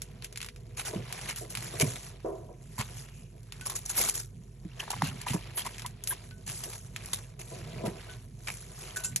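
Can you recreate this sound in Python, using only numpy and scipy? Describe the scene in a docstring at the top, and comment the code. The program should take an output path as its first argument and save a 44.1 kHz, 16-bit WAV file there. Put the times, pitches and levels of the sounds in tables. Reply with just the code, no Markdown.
"""Raw cabbage slices crackle and snap as a gloved hand presses them into a glass dish on a kitchen counter.
Leaves, ticks and glove slips are shaped noise; bent ribs creak and glass taps ring as short sine bursts.
Noise through damped modes sounds the loaded dish; the counter adds rumble and two-mode thumps.
An appliance hums behind as slowly wavering sines over low room rumble; a close two-port phone hears it all."""
import sys
import numpy as np
from scipy import signal
from scipy.fft import rfft, irfft, next_fast_len
from scipy.io import wavfile
from scipy.ndimage import uniform_filter1d, map_coordinates

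SR = 44100
rng = np.random.default_rng(int(sys.argv[2]) if len(sys.argv) > 2 else 0)


def pcm_store(signal):
    """Save signal as 16-bit PCM."""
    levels = np.round(np.clip(np.atleast_2d(signal), -1, 1) * 32767)
    wavfile.write(sys.argv[1], SR, levels.astype(np.int16).T)


def volts_from_decibels(level):
    """Turn decibel levels (scalar or array-like) into linear amplitude factors."""
    exponent = np.asarray(level, float) / 20
    return 10 ** exponent


N = 405719
T = np.arange(N) / SR

# colour of thin crisp leaf edges: f/Hz, level/dB
EDGE_COLOUR = [(2500, -16), (4200, -10.5), (6500, -3.5), (8500, -3.5), (10500, 1), (11500, -6),
               (12500, -17.5), (14000, -37), (15800, -30), (16300, -90)]
# colour of thick leaf ribs: f/Hz, level/dB
RIB_COLOUR = [(350, -9), (800, -0.5), (1100, -2), (1500, -3.5), (2300, -0.5), (3800, -5), (5500, -8.5),
              (8000, -47)]


def unit(x):
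    """Scaled to rms 1."""
    return x / np.sqrt(np.mean(x ** 2) + 1e-20)


def along(points, hz):
    """Interpolates (f/Hz, value) points on a log frequency axis."""
    f, v = np.transpose(points)
    return np.interp(np.log(hz + 1), np.log(f + 1), v)


def wobble(knots_per_s):
    """A smooth random curve."""
    knots = rng.standard_normal(int(N * knots_per_s / SR) + 4)
    return map_coordinates(knots, [T * knots_per_s])


def filtered(x, response):
    """x times a complex response of frequency."""
    m = next_fast_len(N + 8192)
    return irfft(rfft(x, m) * response(np.fft.rfftfreq(m, 1 / SR)), m)[..., :N]


def noise(colour):
    """Two unrelated noises of one colour, rms 1."""
    return unit(filtered(rng.standard_normal((2, N)), lambda hz: volts_from_decibels(along(colour, hz))))


def decays(times_s, levels_db, t60s_s, rise_s):
    """Sum of envelopes that rise fast and die away."""
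    env = np.zeros(N + SR)
    for s, db, t60 in zip(times_s, levels_db, t60s_s):
        t = np.arange(int(t60 * SR)) / SR
        env[round(s * SR):][:len(t)] += volts_from_decibels(db - 60 * t / t60) * (1 - np.exp(-t / rise_s))
    return env[:N]


def crackle(rate_hz, spread_db, life_s, smooth):
    """Envelope of many tiny fractures of very unequal size over a smooth share."""
    sizes = volts_from_decibels(spread_db * rng.exponential(size=N).clip(0, 4))
    hits = (rng.random(N) < rate_hz / SR) * sizes
    grains = signal.lfilter([1], [1, -np.exp(-1 / (life_s * SR))], hits)
    return unit(smooth + unit(grains))


def effort(times_s, holds_s, levels_db, rise_db_per_s, fall_db_per_s, rest_db):
    """Gain: each effort climbs at a steady dB rate, holds and sinks; powers add over a resting level."""
    t = np.arange(0, N + 64, 64) / SR
    late = t - np.reshape(times_s, (-1, 1))
    after_hold = np.maximum(late - np.reshape(holds_s, (-1, 1)), 0)
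    lost_db = rise_db_per_s * np.maximum(-late, 0) + fall_db_per_s * after_hold
    power = np.sum(volts_from_decibels(np.reshape(levels_db, (-1, 1)) - lost_db) ** 2, axis=0) + volts_from_decibels(rest_db) ** 2
    return np.interp(T, t, np.sqrt(power))


def hand():
    """Gains of edges and ribs as the hand strokes the leaves; between strokes a faint steady hiss remains."""
    # strokes: t/s of full effort, hold/s, settling rate/(dB/s), edge level/dB, ribs over edges/dB
    strokes = [(0.008, 0.27, 36, -73, 10.5), (0.866, 0.2, 22, -51.5, 0.5), (1.146, 0.14, 154, -48.5, 2.5),
               (1.632, 0.29, 54, -43, -4), (2.782, 0.22, 60, -51, -5), (3.583, 0.14, 50, -55.5, -0.5),
               (3.968, 0.12, 186, -40.5, -3.5), (4.823, 0.43, 35, -53, 3), (5.404, 0.44, 103, -55.5, 2.5),
               (6.107, 0.024, 81, -54, 4), (6.563, 0.066, 61, -44, -9), (7.04, 0.086, 79, -50, -1),
               (7.525, 0.59, 123, -53.5, 1.5), (8.5, 0.34, 45, -49, -9), (8.855, 0.04, 40, -54, 5)]
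    swell_db_per_s, rest_edges_db, rest_ribs_db = 106, -65.5, -71.5
    s, hold, settle, db, rib_db = np.transpose(strokes)
    edge_gain = effort(s, hold, db, swell_db_per_s, settle[:, None], rest_edges_db)
    rib_gain = effort(s, hold, db + rib_db, swell_db_per_s, settle[:, None], rest_ribs_db)
    return edge_gain, rib_gain


def weight():
    """Gains of counter and dish body as weight shifts on the dish."""
    # pushes: t/s, counter level/dB, dish and cabbage body level/dB
    pushes = [(1.0, -41, -51), (1.88, -37, -51), (4.05, -48, -68), (5.1, -38, -68), (7.601, -43.5, -69),
              (7.86, -35.5, -39)]
    lean_db_per_s, lift_db_per_s, rest_counter_db, rest_body_db = 79, 161, -52, -79
    s, counter_db, body_db = np.transpose(pushes)
    counter_gain = effort(s, 0, counter_db, lean_db_per_s, lift_db_per_s, rest_counter_db)
    body_gain = effort(s, 0, body_db, lean_db_per_s, lift_db_per_s, rest_body_db)
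    return counter_gain, body_gain


def crunch(length_s, edge_db, rib_db, rib_hz, swell, tail_t60_s):
    """One burst: it swells, lasts while the leaf gives way, then dies in the room."""
    t = np.arange(next_fast_len(round((length_s + 0.11) * SR))) / SR
    fade_db = 60 * np.maximum(t - length_s, 0) / tail_t60_s + 3 * t / length_s
    env = (1 - np.exp(-t / (swell * length_s))) * volts_from_decibels(-fade_db)
    # slower tail, stronger after a long break
    tail = volts_from_decibels(-60 * t / 0.19) * length_s / (length_s + 0.0043) * (t > length_s)
    env = np.maximum(env, tail)

    hz = np.fft.rfftfreq(len(t), 1 / SR)
    # the bent rib rings in one band above the broad colour, most clearly in a short snap
    clear = 0.024 / length_s
    band = clear / (1 + (7 * (hz / rib_hz - rib_hz / (hz + 1))) ** 2)

    def burst(spectrum):
        return unit(irfft(rfft(rng.standard_normal((2, len(t)))) * spectrum, len(t)))

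    edges = burst(volts_from_decibels(along(EDGE_COLOUR, hz)))
    ribs = burst(volts_from_decibels(along(RIB_COLOUR, hz)) * (0.5 + band))
    return env * (volts_from_decibels(edge_db) * edges + volts_from_decibels(rib_db) * ribs)


def leaves():
    """Thin edges and thick ribs break in clumps: a fine rustle with distinct crunches on top."""
    # crunches and snaps: t/s, length/s, edge level/dB, rib level/dB, rib ring f/Hz
    crunches = [(0.235, 0.0091, -45, -49, 3500), (0.767, 0.043, -35.5, -38.5, 2550),
                (0.849, 0.036, -33.5, -38, 1510), (1.273, 0.033, -35.5, -37.5, 2200),
                (1.355, 0.039, -39.5, -51, 2920), (1.409, 0.0098, -38.5, -64, 4500),
                (1.495, 0.026, -38, -53, 3000), (1.803, 0.018, -28.5, -33, 2330),
                (2.778, 0.022, -36.5, -35.5, 1040), (2.794, 0.021, -41, -36, 980),
                (3.654, 0.02, -32, -39.5, 1210), (3.696, 0.006, -29.5, -36.5, 1040),
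                (3.752, 0.024, -32, -47.5, 1423), (3.853, 0.0088, -34.5, -54, 750),
                (3.892, 0.018, -30, -47.5, 1560), (3.964, 0.06, -24, -35, 2260),
                (4.036, 0.017, -25.5, -36.5, 1330), (4.068, 0.027, -25.5, -49, 2840),
                (4.137, 0.04, -31, -46, 4000), (4.188, 0.012, -30.5, -47, 1390),
                (4.793, 0.014, -38, -35.5, 1780), (4.902, 0.014, -31.5, -34.5, 796),
                (5.032, 0.049, -38, -36.5, 2770), (5.261, 0.061, -34.5, -36, 2780),
                (5.331, 0.0121, -35, -35, 960), (5.569, 0.041, -35, -37.5, 3220),
                (5.647, 0.025, -40, -40, 1990), (6.103, 0.021, -36, -42, 3450),
                (6.462, 0.057, -35.5, -44, 1690), (6.632, 0.028, -35, -44.5, 715),
                (6.677, 0.078, -41.5, -49.5, 860), (7.131, 0.011, -30, -37.5, 3600),
                (7.391, 0.024, -40.5, -46, 2640), (7.851, 0.024, -40, -39.5, 850),
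                (8.47, 0.023, -38.5, -34, 2300), (8.96, 0.0073, -30, -41, 1570),
                (9.035, 0.018, -28.5, -50, 2620)]
    edge_gain, rib_gain = hand()
    clumps_db = 0.85 * wobble(30)
    edges = edge_gain * volts_from_decibels(clumps_db + 2.6 * wobble(11)) * noise(EDGE_COLOUR)
    ribs = rib_gain * volts_from_decibels(clumps_db) * noise(RIB_COLOUR)
    rustle = (edges + ribs) * crackle(rate_hz=700, spread_db=4.3, life_s=0.0007, smooth=1.5)
    # the rustle is kept below about 12 kHz
    rustle = filtered(rustle, lambda hz: volts_from_decibels(along([(11800, -0.5), (12800, -64)], hz)))

    bursts = np.zeros((2, N + SR))
    for s, *row in crunches:
        one = crunch(*row, swell=0.15, tail_t60_s=0.15)
        bursts[:, round(s * SR):][:, :one.shape[1]] += one
    return rustle + bursts[:, :N] * crackle(rate_hz=330, spread_db=3.2, life_s=0.0015, smooth=1.1)


def dish():
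    """Rubbing and knocks drive the damped modes of the loaded dish."""
    # dull knocks: t/s, level/dB, t60/s
    knocks = [(0.934, -34, 0.15), (1.411, -42, 0.22), (1.739, -35.5, 0.092), (1.801, -29.5, 0.21),
              (2.245, -29.5, 0.51), (2.49, -45.5, 0.23), (4.002, -38, 0.11), (5.342, -33, 0.095),
              (7.516, -44, 0.3), (7.838, -37, 0.13)]
    # modes of the loaded dish: f/Hz, width/Hz, level/dB
    dish_modes = [(248, 22, -10), (330.5, 22, 3.5), (401.5, 62, 5), (510, 66, 1.5), (644, 56, 3.5),
                  (739, 58, -2.5), (980, 68, -5)]
    rub_db, rub_follows = -61, 0.43  # rms level; dB gained per dB of hand effort
    s, db, t60 = np.transpose(knocks)
    rub = volts_from_decibels(rub_db) * unit(hand()[1] ** rub_follows)
    steady = np.hypot(rub, weight()[1]) * volts_from_decibels(3.9 * wobble(25))
    force = steady + decays(s, db, t60, rise_s=0.0016)

    def dull_modes(f):
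        total = 0
        for k, (centre, width, gain_db) in enumerate(dish_modes):
            mode = 1j * f * width / (centre * centre - f * f + 1j * f * width)
            total = total + (-1) ** k * volts_from_decibels(gain_db) * mode
        # the dish sounds only dull, below about 1.4 kHz
        return total / (1 + (f / 1400) ** 4)

    return force * unit(filtered(rng.standard_normal((2, N)), dull_modes))


def counter():
    """Shifting weight rumbles in the counter; each thump is a few swings of two low modes."""
    # thumps: t/s, level/dB, lower mode f/Hz
    thumps = [(0.957, -21, 192), (1.827, -12, 146), (2.79, -21, 119.6), (4.65, -26.5, 178),
              (5.028, -16, 152), (5.305, -18.5, 126), (5.343, -16, 174.5), (7.837, -23.5, 218),
              (7.874, -21, 183)]
    # rumble colour: f/Hz, level/dB
    rumble_colour = [(60, -20), (95, 5.5), (120, 12), (170, 3), (270, -7), (340, -58.5)]
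    rumble = weight()[0] * volts_from_decibels(2.8 * wobble(14)) * noise(rumble_colour)
    out = np.pad(rumble, ((0, 0), (0, SR)))
    t = np.arange(SR // 4) / SR
    for s, db, hz in thumps:
        env = volts_from_decibels(db - 60 * t / 0.08) * (1 - np.exp(-t / 0.0039))
        swings = np.sin(2 * np.pi * hz * t) + 0.47 * np.sin(2 * np.pi * 1.753 * hz * t)
        out[:, round(s * SR):][:, :len(t)] += env * swings
    return out[:, :N]


def kitchen():
    """A wavering appliance hum, faint higher tones that sink within about a second, and low room rumble."""
    # hum: mean f/Hz, rms level/dB
    hum_tone = [(48.4, -54)]
    # higher appliance tones: mean f/Hz, relative level/dB
    whine_tones = [(366.1, -74), (414.5, -70), (484.5, -72)]
    # room rumble colour: f/Hz, level/dB
    room_colour = [(45, -10), (70, -11.5), (119, 0), (172, -15), (245, -22), (285, -31.5), (400, -22),
                   (800, -72)]

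    def tone(hz):
        return np.sin(2 * np.pi * np.cumsum(hz) / SR)

    (hum_hz, hum_db), = hum_tone
    hum_gain = volts_from_decibels(hum_db + 3 + 0.31 * wobble(2.9))  # +3 dB: rms to sine peak
    hum = hum_gain * tone(hum_hz + 0.695 * wobble(1.8))
    whine = 0
    for hz, db in whine_tones:
        whine = whine + np.sqrt(2) * volts_from_decibels(db + 2.4 * wobble(1.62)) * tone(hz + 0.4 * wobble(3))
    sink_db = 5 * np.exp(-(T / 0.85) ** 4) - 3
    rumble = volts_from_decibels(-51 + 1.9 * wobble(3.86)) * noise(room_colour)
    return hum + whine * volts_from_decibels(sink_db) + rumble


def ticks():
    """Single fibres break in a millisecond or two, with a faint room tail."""
    # dry ticks: t/s, level/dB, ribs over edges/dB
    fibre_breaks = [(0.019, -20.5, -11), (0.2226, -36, 7), (0.245, -22.5, -3), (0.326, -33.5, -3),
                    (0.3588, -31.5, 3.5), (0.374, -23, -5), (0.404, -36, 8.5), (0.415, -27.5, 0.5),
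                    (0.428, -28, 2), (0.4455, -32.5, 5), (0.462, -31.5, -1), (0.487, -34.5, 5.5),
                    (0.561, -39.5, 3), (1.1256, -21, -5), (1.299, -27.5, 6.5), (1.3096, -32, 3),
                    (1.5516, -21.5, 1.5), (1.572, -22, 0), (1.7986, -13, -3.5), (1.811, -13.5, -4),
                    (3.431, -43, -6), (3.5224, -28, 1), (3.611, -28.5, -2), (5.021, -22, 3),
                    (5.215, -25, -4.5), (5.782, -29, -3), (5.795, -30.5, 2), (5.82, -30, -1),
                    (5.862, -20.5, -8), (6.038, -22, -17), (6.0736, -14.5, -9.5), (6.309, -50.5, 16.5),
                    (6.962, -25, 4), (7.0589, -26.5, -15), (7.1324, -16.5, -8), (9.1606, -9, -15.5)]
    s, db, share_db = np.transpose(fibre_breaks)

    def shape(level_db):
        direct = decays(s, level_db, np.full_like(s, 0.007), rise_s=0.00059)
        tail = decays(s, level_db - 16.5, np.full_like(s, 0.08), rise_s=0.0016)
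        return direct + tail

    snaps = shape(db) * noise(EDGE_COLOUR) + shape(db + share_db) * noise(RIB_COLOUR)
    # the break itself is one sharp click in the shared row
    click = np.zeros(N)
    click[np.round(s * SR).astype(int) + 20] = volts_from_decibels(db + 6) * rng.choice([-1, 1], len(s))
    share = np.interp(T, s, volts_from_decibels(share_db))
    edge_click = filtered(click, lambda hz: volts_from_decibels(along(EDGE_COLOUR, hz)))
    rib_click = filtered(click, lambda hz: volts_from_decibels(along(RIB_COLOUR, hz)))
    snaps[0] += edge_click + share * 2 * rib_click
    # a fibre is too small to radiate low notes
    return filtered(snaps, lambda hz: 1 / (1 + (1300 / (hz + 1)) ** 3))


def glove():
    """The glove slips over a waxy leaf: a thin hiss swells and fades smoothly in one band."""
    # slips: t/s, length/s, level/dB, centre f/Hz
    slips = [(2.95, 0.32, -64.5, 2700), (3.961, 0.038, -27, 10700), (5.563, 0.045, -31.5, 10630),
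             (6.083, 0.043, -29.5, 10400)]
    relative_width = 0.14  # band width over its centre

    def band(centre_hz):
        def response(hz):
            return np.exp(-((hz / centre_hz - 1) / relative_width) ** 2)
        return unit(filtered(rng.standard_normal((2, N)), response))

    out = np.zeros((2, N))
    for s, length, db, hz in slips:
        env = np.exp(-(2 * (T - s - length / 2) / length) ** 2)
        out += volts_from_decibels(db) * env * band(hz)
    return out


def glass():
    """A tap rings the lowest glass mode; a harder contact adds the high ones."""
    # taps: t/s, level/dB, extra level of the high modes/dB
    taps = [(3.614, -60, -46), (6.312, -66.5, -49), (8.09, -61, -21), (8.961, -51, 10), (9.045, -56, 24.5)]
    # glass modes: f/Hz, relative level/dB, t60/s
    glass_modes = [(1498.4, 16, 0.22), (2650, -4, 0.047), (6900, 1, 0.13), (7500, 4, 0.16),
                   (10700, 5, 0.038)]
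    out = np.zeros((2, N + SR))
    t = np.arange(SR // 3) / SR
    for s, db, bright_db in taps:
        for k, (hz, mode_db, t60) in enumerate(glass_modes):
            phase = rng.uniform(0, 2 * np.pi, (2, 1))
            level_db = db + mode_db + bright_db * (k > 0)
            gain = volts_from_decibels(level_db - 60 * t / t60) * (1 - np.exp(-t / 0.00084))
            out[:, round(s * SR):][:, :len(t)] += gain * np.sin(2 * np.pi * hz * t + phase)
    return out[:, :N]


def creaks():
    """A bent rib gives way: a few rough, unsteady swings with a weak overtone, in the shared row."""
    # creaks: t/s, length/s, level/dB, f/Hz
    rib_creaks = [(4.714, 0.0048, -45, 2750), (4.797, 0.011, -29.5, 2940), (4.828, 0.007, -35, 950),
                  (4.879, 0.0047, -36, 930), (4.93, 0.012, -33.5, 968), (5.0195, 0.0042, -17.5, 880),
                  (5.264, 0.015, -34, 980), (5.654, 0.0059, -32, 1000), (5.664, 0.012, -34.5, 1015),
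                  (5.846, 0.02, -37, 1003), (6.106, 0.018, -34.5, 1628), (6.12, 0.012, -37.5, 1026)]
    out = np.zeros((2, N + SR))
    drift = wobble(500)
    for s, length, db, hz in rib_creaks:
        start = round(s * SR)
        t = np.arange(round(2 * length * SR)) / SR
        phase = 2 * np.pi * hz * t + 0.9 * drift[start:][:len(t)]
        rough = volts_from_decibels(4 * drift[-start:][:len(t)])  # another stretch of the same curve
        env = (1 - np.exp(-t / 0.0011)) * np.exp(-(t / length) ** 4) * rough
        out[0, start:][:len(t)] += volts_from_decibels(db) * env * (np.sin(phase) + 0.29 * np.sin(2 * phase))
    return out[:, :N]


def patchy(x, depth_db):
    """The crackle's colour varies at random: one gain per patch about 860 Hz wide and 9 ms long."""
    z = signal.stft(x, nperseg=256)[2]
    field = uniform_filter1d(rng.standard_normal(z.shape[1:]), size=5, axis=0)
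    field = uniform_filter1d(field, size=3, axis=1)
    gain = volts_from_decibels(depth_db * unit(field))
    return signal.istft(z * unit(gain), nperseg=256)[1][:, :N]


def scene():
    """Row one is what both ports share, row two what differs between them."""
    cabbage = patchy(leaves() + glove(), depth_db=2.8) + ticks() + creaks()
    return cabbage + dish() + counter() + glass() + kitchen()


def top_cut(x):
    """Nothing passes above the cut-off."""
    return signal.sosfilt(signal.butter(12, 16510, fs=SR, output="sos"), x)


def record(dry):
    """Two ports hear partly unlike sound with a phase lead; the right is stronger in the bass."""
    # phase by which the left port leads: f/Hz, lead/rad
    left_lead = [(250, 0.14), (600, 1.21), (1500, 0.2), (4200, 0.4), (4800, 3), (5600, 5.9), (6500, 6.3),
                 (8000, 8.61), (9300, 9.26), (11800, 11.72), (13800, 12.5), (15000, 15.6)]
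    # likeness of the ports: f/Hz, likeness 0-1
    likeness = [(200, 1), (650, 0.59), (1600, 1), (3300, 0.3), (6000, 0.7), (7500, 0.87), (9200, 1),
                (11000, 0.82), (12000, 0.97)]
    sides = np.array([[0.5], [-0.5]])  # left, right

    def split(hz):
        angle = np.arccos(np.clip(along(likeness, hz), 0, 1)) / 2
        return np.array([np.cos(angle), np.sin(angle)])

    def ports(hz):
        tilt_db = along([(250, -2.5), (600, -0.14)], hz)  # left over right
        lead = np.interp(hz, *np.transpose(left_lead))
        return (hz > 36) * volts_from_decibels(tilt_db * sides) * np.exp(1j * lead * sides)

    same, unlike = filtered(dry, split)
    mix = filtered(np.array([same + unlike, same - unlike]), ports)
    return top_cut(mix)


dry = scene()
out = record(dry)
pcm_store(out)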